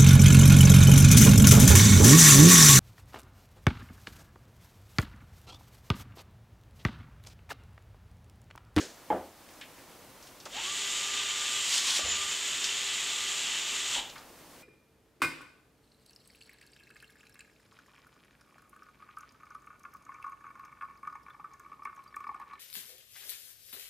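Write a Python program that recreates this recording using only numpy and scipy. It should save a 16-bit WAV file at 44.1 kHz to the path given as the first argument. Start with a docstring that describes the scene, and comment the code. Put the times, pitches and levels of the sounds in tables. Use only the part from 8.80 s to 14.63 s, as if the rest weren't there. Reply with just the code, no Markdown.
"""Small cordless screwdriver in a workshop

A knock on the bench and a few plastic ticks come first, over a rustle that dies away.
Then the motor runs up as tones that follow its speed, and gear tooth contacts ring the housing.
Bright noise grains are the bit scraping through plastic; at the end the motor brakes.
A quiet workshop echoes softly, with room tone behind; one nearly mono microphone hears it all.
"""
import sys
import numpy as np
from scipy import signal
from scipy.fft import rfft, irfft
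from scipy.io import wavfile

SR = 44100
rng = np.random.default_rng(int(sys.argv[2]) if len(sys.argv) > 2 else 0)


def inscribe(sig):
    """Save sig as 16-bit PCM at rate SR to the path in sys.argv[1].

    A 1-D sig is mono; a 2-D sig holds one channel per row.
    Samples are clipped to [-1, 1] before scaling.
    """
    pcm = np.round(np.clip(np.atleast_2d(sig).T, -1, 1) * 32767)
    wavfile.write(sys.argv[1], SR, pcm.astype(np.int16))


def ratio(d):
    """dB to gain"""
    e = np.asarray(d, float) / 20
    return 10 ** e


N = 256896   # length in samples

# All source levels hold ahead of the microphone gain; spectrum levels are relative, per Hz of bandwidth.

# Rotor speed: a run-up, then a braked run-down
FREE_TURNS_PER_S, SPIN_FROM_S, SPIN_UP_S = 399.6, 1.605, 0.155
BRAKE_S, BRAKE_DECAY_S = 5.132, 0.11
MOTOR_ON_S, MOTOR_OFF_S = 1.72, 5.25   # the motor is heard between these moments
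# The bit binds and slows the rotor: t/s, speed lost/(turns per s)
SPEED_SAG = [(2.8, 0), (2.9, 5.5), (3.0, 17.5), (3.17, 21.5), (3.22, 9.5), (3.33, 0)]
# Pole-passing whine, which comes and goes: t/s, mean level/dB
POLE_WHINE = [(1.72, -63), (1.76, -52), (1.78, -48), (1.83, -64), (1.88, -48.5), (1.94, -58), (2.07, -51.5),
              (2.79, -49), (2.86, -60), (3.2, -59), (3.225, -47.5), (3.26, -70), (3.35, -51), (3.42, -45.5),
              (3.5, -52), (3.6, -81), (4.1, -57), (4.25, -59), (4.36, -51), (4.75, -59), (5.12, -54),
              (5.25, -72)]
# Higher multiples of the rotor rate: multiple, mean level at free speed/dB
HIGHER_ORDERS = [(2, -75), (5, -57.5), (9, -57.5)]
# Rotor imbalance: level at free speed as the motor comes on; grows as speed to this power
IMBALANCE_DB, IMBALANCE_POWER, IMBALANCE_WAVER_DB = -61, 3, 2
IMBALANCE_FADE_DB_PER_S = 1.7   # the bit sinks in and steadies the tool
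# The case shaken as the speed sweeps: f/Hz, width/Hz, level before the brake/dB
CASE_SHAKES = [(640, 98, -64), (845, 110, -53), (940, 51, -59)]

# Gear rattle over time: t/s, housing level/dB, treble against housing/dB
GEAR_LEVELS = [(1.69, -60.5, 0), (1.77, -40.5, -10), (1.85, -41, -1.5), (1.94, -41.5, 0.5),
               (2.39, -39.5, -2), (2.86, -39.5, 0.5), (3.03, -39, -1.5), (3.12, -39, -6), (3.3, -39.5, 0),
               (3.54, -39.5, -1.5), (5.1, -39.5, -2), (5.15, -38, 0), (5.19, -41.5, -0.5),
               (5.22, -48, -3.5), (5.34, -60.5, -7), (5.37, -61, -11), (5.45, -76, -3)]
# Colour of the gear housing: f/Hz, level/dB
HOUSING_COLOUR = [(90, -75), (200, -33), (650, -26), (1100, -13), (1500, -11.5), (2000, -7), (2400, -7),
                  (2700, -2.5), (3650, -1), (4200, -4.5), (5200, -9), (6300, -8), (7200, -1.5), (8300, -9),
                  (9800, -23), (11500, -21.5), (12600, -29.5), (14000, -29), (16000, -36)]
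# Resonances of the housing, against each other: f/Hz, width/Hz, mean level/dB
HOUSING_MODES = [(2000, 10, -14), (2680, 16, -15), (3040, 100, -13), (3150, 95, 9), (3370, 40, 10.5),
                 (3600, 29, 5.5), (3680, 95, 2.5), (3970, 25, 3), (4220, 15, -14), (5800, 98, -23),
                 (7100, 18, -8)]
# Bright ring of the gear case: f/Hz, width/Hz
CASE_RING = [(6950, 56), (7110, 21), (7240, 12)]
BRIGHT_DB, BRIGHT_WAVER_DB = -16.5, 3.0   # against the housing, outside the swell
# The bright ring sings out once the bit is through
BRIGHT_SWELL_S, BRIGHT_SWELL_DB, BRIGHT_RISE_S, BRIGHT_FALL_S = 3.31, 17.5, 0.069, 0.082

# The bit bites: t of the peak/s, peak level/dB, hold/s
BIT_BITES = [(2.92, -33, 0.067), (3.075, -32.5, .11)]
BITE_RISE_DB_PER_S, BITE_FALL_DB_PER_S = 220, 420
# Colour of the scraped plastic: f/Hz, level/dB
SHAVING_COLOUR = [(350, -42), (600, -25), (1050, -11.5), (1130, -12), (1260, -20.5), (3390, -3),
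                  (5120, -4.5), (7410, -5), (13900, -30), (16000, -33)]

# Knocks on the bench: t/s, level/dB, top of the contact's band (lower is softer) f/Hz
BENCH_KNOCKS = [(.303, -23, 3040), (.3089, -24.5, 1490)]
# Modes of the bench top, against each other: f/Hz, level/dB, time to fall 60 dB t/s
BENCH_MODES = [(260, -23, 0.1), (344, -4.5, 0.098), (494, -7, 0.12), (686, -7, 0.2), (851, 5, 0.1),
               (837, -6, .08), (1420, -16, 0.044), (1690, -9, 0.033), (2120, -12, 0.032), (3100, -15, .03)]
# Colour of the noisy tail of a knock: f/Hz, level/dB
KNOCK_TAIL_COLOUR = [(100, -27), (200, -2), (350, -3.5), (510, -0.5), (800, -4), (1100, -16), (1600, -17.5),
                     (2200, -29), (3500, -37), (5000, -60)]
KNOCK_TAIL_T60_S = 0.32
# Jolts of the bench frame: t/s, level/dB
FRAME_JOLTS = [(0.302, -49.5), (3.226, -47.5)]
BOOM_HZ, BOOM_T60_S = 81.7, 0.78

# Plastic ticks and bumps: t/s, tail level/dB, centre f/Hz, width/octaves, time to fall 60 dB t/s
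PLASTIC_TICKS = [(0.689, -58, 3000, 2.2, 0.073), (.735, -64, 6000, 0.47, .2), (0.8125, -45, 2370, 1, 0.16),
                 (.812, -52.5, 6500, .66, .04), (0.981, -57, 2000, 0.64, .12),
                 (1.426, -55, 5400, 0.59, 0.16), (1.47, -54, 4000, 1.5, 0.12),
                 (1.601, -50.5, 4730, 0.94, 0.1), (1.655, -45.5, 4200, 1.4, 0.11),
                 (1.658, -41.5, 790, 1.9, 0.1), (1.719, -51, 3460, 2.1, 0.1),
                 (3.191, -41.5, 447, 1.4, 0.098), (3.25, -47, 547, 1, 0.22), (3.192, -36, 1300, .45, 0.054),
                 (3.225, -46, 61.7, 0.85, 0.24), (3.8422, -29.5, 4060, 1.25, 0.1),
                 (5.15, -31.5, 3100, 0.45, 0.034), (5.181, -33, 3100, .7, 0.043),
                 (5.1967, -35, 3180, 0.81, 0.034), (5.2964, -47.5, 5000, 0.71, 0.07),
                 (5.357, -51.5, 2000, 1.7, 0.17), (5.38, -52.5, 4480, 1.1, 0.092),
                 (5.36, -52.5, 1090, 1, 0.37), (5.44, -53.5, 494, 0.49, 0.091),
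                 (5.5, -53, 398, 0.89, 0.076), (5.607, -50, 400, 1.4, 0.045)]

# Colour of the rustle at the start: f/Hz, level/dB
RUSTLE_SPECTRUM = [(59, -45), (100, -16), (491, -5), (933, -24), (1030, -21), (1200, -21), (1630, -11.5),
                   (2370, -18), (6790, -13.5), (14000, -41)]
RUSTLE_START_DB, RUSTLE_T60_S = -39, 0.42

# Echo of the workshop
SHOP_T60_S, WALL_CUT_HZ, SHOP_DB = 0.4, 4000, -16.5

# Colour of the room tone: f/Hz, level/dB
ROOM_TONE_COLOUR = [(15, -34), (25, -6), (175, -3.5), (212, -5), (242, 0.5), (354, -1.5), (394, -5.5),
                    (476, -2), (863, -4.5), (1070, -5), (1330, -8), (3080, -12.5), (16000, -19)]
ROOM_TONE_DB = -56

# Colour of the microphone's own hiss: f/Hz, level/dB
HISS_COLOUR = [(25, -2), (300, -2), (800, -10.5), (2000, -15.5), (4000, -9), (7000, -9), (11000, -8),
               (16000, -6.5)]
HISS_DB, MIC_GAIN_DB = -64.5, 3.0
# The level dips briefly: t/s, depth/dB, half width/s
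LEVEL_DIPS = [(.1, 1.5, 0.14), (.53, 3, 0.094)]


def seconds():
    """Time of every sample."""
    return np.arange(N) / SR


def rms_one(x):
    """Scale to an rms (average strength) of 1."""
    return x / np.sqrt(np.mean(x ** 2) + 1e-20)


def in_time(rows):
    """Columns of a table over time, joined by straight lines, at every sample."""
    s, *columns = np.transpose(rows)
    return [np.interp(seconds(), s, column) for column in columns]


def while_on(start_s, end_s):
    """1 between two moments, with 10 ms fades."""
    from_start = seconds() - start_s + 0.01
    to_end = end_s - seconds()
    return np.clip(np.minimum(from_start, to_end) / 0.01, 0, 1)


def coloured(x, spectrum):
    """Give a steady excitation a spectrum; rms 1."""
    hz, db = np.transpose(spectrum)
    bins_hz = np.maximum(np.arange(N // 2 + 1) * SR / N, 1)
    filter_db = np.interp(np.log(bins_hz), np.log(hz), db)
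    return rms_one(irfft(rfft(x) * ratio(filter_db), N))


def drift(rate_hz):
    """Slow chance wander of spread 1, made at every 40th sample and joined up."""
    r = np.exp(-80 * np.pi * rate_hz / SR)
    noise = rng.standard_normal(N // 40 + 2002)
    slow = signal.lfilter([1], [1, -2 * r, r * r], noise)[2000:]   # skip the filter's start
    return np.interp(np.arange(N) / 40, np.arange(len(slow)), rms_one(slow - slow.mean()))


def ring(clicks, hz, t60):
    """A unit click sets a sine of height 1 ringing; it falls 60 dB in t60 seconds."""
    r, w = ratio(-60 / (t60 * SR)), 2 * np.pi * hz / SR
    return signal.lfilter([0, np.sin(w)], [1, -2 * r * np.cos(w), r * r], clicks + 1e-18)


def t60_of(width_hz):
    """A narrow resonance rings long, a wide one dies soon."""
    return np.log(1000) / (np.pi * width_hz)


def ring_out(level, t60):
    """An envelope that cannot fall faster than a ring dies."""
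    fall_db = 60 * seconds() / t60
    level_db = 20 * np.log10(level + 1e-9)
    return ratio(np.maximum.accumulate(level_db + fall_db) - fall_db)


def speed():
    """Rotor turns per second: a smooth run-up, a sag under load, a braked run-down."""
    t = seconds()
    run_up = 1 - np.exp(-(np.maximum(t - SPIN_FROM_S, 0) / SPIN_UP_S) ** 2)
    run_down = np.exp(-np.maximum(t - BRAKE_S, 0) / BRAKE_DECAY_S)
    return (FREE_TURNS_PER_S * run_up - in_time(SPEED_SAG)[0]) * run_down


def motor():
    """Tones at the rotor rate and its multiples; the three poles whine at the third."""
    t, turns, on = seconds(), speed(), while_on(MOTOR_ON_S, MOTOR_OFF_S)
    share = turns / FREE_TURNS_PER_S
    angle = 2 * np.pi * np.cumsum(turns * (1 + 0.001 * drift(15))) / SR
    whine_db = in_time(POLE_WHINE)[0] + drift(10)
    tones = ratio(whine_db) * np.sin(3 * angle)
    imbalance_db = IMBALANCE_DB - IMBALANCE_FADE_DB_PER_S * (t - MOTOR_ON_S)
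    imbalance_db += IMBALANCE_WAVER_DB * drift(5.5)
    tones += ratio(imbalance_db) * share ** IMBALANCE_POWER * np.sin(angle)
    for multiple, level_db in HIGHER_ORDERS:
        tone = np.sin(multiple * angle + rng.uniform(0, 2 * np.pi))
        tones += ratio(level_db + 1.65 * drift(24)) * share ** 4 * tone
    out = np.sqrt(2) * tones * on   # a sine of rms 1 is sqrt(2) high
    braking_db = 9.4 * (t > BRAKE_S)   # the brake shakes harder than the run-up
    for hz, width, level_db in CASE_SHAKES:   # the case shudders while the pole rate sweeps through a mode
        shake = rms_one(ring(rng.standard_normal(N), hz, t60_of(width)))
        closeness = np.exp(-((3 * turns - hz) / 110) ** 2)
        out += ratio(level_db) * ring_out(ratio(braking_db) * closeness * on, 0.36) * shake
    return out


def gears():
    """Thousands of uneven tooth contacts a second ring the housing; the level wavers a little by chance."""
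    housing_db, treble_db = in_time(GEAR_LEVELS)
    sizes = ratio(0.83 * np.minimum(rng.exponential(1, N), 5)) * rng.standard_normal(N)
    teeth = sizes * (rng.random(N) < 24000 / SR)   # about 24000 contacts a second
    rings = np.zeros(N)
    for hz, width, level_db in HOUSING_MODES:   # each ring swells and fades a little by chance
        rings += ratio(level_db + drift(5)) * rms_one(ring(teeth, hz, t60_of(width)))
    rattle = coloured(teeth, HOUSING_COLOUR) + ratio(-10.5) * rms_one(rings)

    # split at 4900 Hz so that the two parts waver separately
    low = signal.sosfiltfilt(signal.butter(2, 4900, fs=SR, output="sos"), rattle)
    high = rattle - low
    low = rms_one(low * ratio(0.5 * drift(4.9)))
    high = rms_one(high * ratio(0.5 * drift(3.3)))

    since = seconds() - BRIGHT_SWELL_S
    swell_s = np.where(since < 0, BRIGHT_RISE_S, BRIGHT_FALL_S)
    swell_db = BRIGHT_SWELL_DB * np.exp(-(since / swell_s) ** 2)
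    bright_db = BRIGHT_DB + BRIGHT_WAVER_DB * drift(4) + swell_db
    bright = rms_one(sum(ring(teeth, hz, t60_of(width)) for hz, width in CASE_RING))

    mix = low + ratio(treble_db) * high + ratio(bright_db) * bright
    on = while_on(GEAR_LEVELS[0][0], GEAR_LEVELS[-1][0])
    return ratio(housing_db + 0.37 * drift(16)) * mix * on


def cutting():
    """The edge tears chips off the plastic: dense bright grains; each bite swells, holds and drops."""
    t = seconds()
    grains = rng.standard_normal(N) * ratio(1.3 * np.minimum(rng.exponential(1, N), 5))
    grains *= ratio(1.4 * drift(40))
    level = np.zeros(N)
    for s, peak_db, hold_s in BIT_BITES:
        rise_db = BITE_RISE_DB_PER_S * np.maximum(s - t, 0)
        fall_db = BITE_FALL_DB_PER_S * np.maximum(t - s - hold_s, 0)
        level += ratio(peak_db - rise_db - fall_db)
    return level * coloured(grains, SHAVING_COLOUR)


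def bench():
    """Each knock is a short rough contact into the modes of the bench top; a noisy tail dies away."""
    out, t = np.zeros(N), np.arange(SR) / SR
    noise = rng.standard_normal((len(BENCH_KNOCKS), 2, SR))
    for (s, level_db, soft_hz), (rough, tail_noise) in zip(BENCH_KNOCKS, noise):
        contact = (t < 1 / SR) + 0.053 * rough * ratio(-60 * t / 0.054)   # a click and fading roughness
        band = signal.butter(2, [200, soft_hz], "band", fs=SR, output="sos")
        push = signal.sosfilt(band, contact)
        rung = sum(ratio(db - 7) * ring(push, hz, t60) for hz, db, t60 in BENCH_MODES)
        tail = coloured(np.resize(tail_noise, N), KNOCK_TAIL_COLOUR)[:SR]
        tail *= ratio(-6.5 - 60 * t / KNOCK_TAIL_T60_S) * np.minimum(t / 0.0089, 1)
        at = round(s * SR)
        out[at:at + SR] += (ratio(level_db) * (rung + tail))[:N - at]
    return out


def frame():
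    """The bench frame booms low after each jolt."""
    out = np.zeros(N)
    for s, level_db in FRAME_JOLTS:
        t = np.maximum(seconds() - s, 0)
        boom = np.sin(2 * np.pi * BOOM_HZ * t) * np.minimum(t / 0.025, 1)
        out += ratio(level_db - 60 * t / BOOM_T60_S) * boom
    return out


def ticks():
    """A crisp snap and a tail of noise that dies fast, coloured around the pitch of the part."""
    out, t = np.zeros(N), np.arange(SR // 4) / SR
    noise = rng.standard_normal((len(PLASTIC_TICKS), len(t)))
    for (s, level_db, hz, octaves, t60), burst in zip(PLASTIC_TICKS, noise):
        edges = hz * 2 ** (np.array([-0.5, 0.5]) * max(octaves, 0.1))
        band = signal.butter(2, np.clip(edges, 30, 15000), "band", fs=SR, output="sos")
        envelope = ratio(-60 * t / t60) + 0.4 * ratio(-60 * t / 0.0034)   # tail and snap
        tick = ratio(level_db) * envelope * rms_one(signal.sosfilt(band, burst))
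        at = round(s * SR)
        out[at:at + len(t)] += tick[:N - at]
    return out


def rustle():
    """Broad noise with a flutter, fading out."""
    level_db = RUSTLE_START_DB - 60 * seconds() / RUSTLE_T60_S + 0.95 * drift(60)
    return ratio(level_db) * coloured(rng.standard_normal(N), RUSTLE_SPECTRUM)


def shop(x):
    """The room's echo: ten feedback delays, duller on every round, stepped block by block."""
    out, dull = np.zeros(N), np.exp(-2 * np.pi * WALL_CUT_HZ / SR)
    lags = (np.geomspace(0.011, 0.037, num=10) * SR).astype(int)   # 11 to 37 ms
    for k, lag in enumerate(lags):
        loop, state = x.copy(), [0.0]
        gain = ratio(-60 * lag / SR / SHOP_T60_S)
        for i in range(lag, N, lag):
            back, state = signal.lfilter([gain * (1 - dull)], [1, -dull], loop[i - lag:i], zi=state)
            loop[i:i + lag] += back[:N - i]
        out += (loop - x) * (-1) ** k   # echoes only, with alternating sign
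    return out


def room_tone():
    """Steady coloured noise of the quiet workshop, wavering a little."""
    return ratio(ROOM_TONE_DB + 0.6 * drift(12)) * coloured(rng.standard_normal(N), ROOM_TONE_COLOUR)


def scene():
    """All sources lie straight ahead, the same in both channels."""
    near = motor() + gears() + cutting() + bench() + frame() + ticks()
    mix = near + ratio(SHOP_DB) * shop(near) + rustle() + room_tone()
    return np.tile(mix, (2, 1))


def band_limit(x):
    """A steep low-pass at the top of the band."""
    return signal.sosfilt(signal.butter(12, 16500, fs=SR, output="sos"), x)


def record(dry):
    """The capsules add opposite self-noise; the level dips twice early on; the top is cut."""
    hiss = ratio(HISS_DB) * coloured(rng.standard_normal(N), HISS_COLOUR)
    gain_db = np.full(N, MIC_GAIN_DB)
    for s, depth_db, half_s in LEVEL_DIPS:
        gain_db -= depth_db * np.exp(-((seconds() - s) / half_s) ** 2)
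    heard = ratio(gain_db) * (dry + hiss * [[1], [-1]])
    top_cut = signal.ellip(14, 0.3, 70, 15740, fs=SR, output="sos")   # steep, at 15740 Hz
    mix = signal.sosfilt(top_cut, heard)
    return band_limit(mix)


dry = scene()
out = record(dry)
inscribe(out)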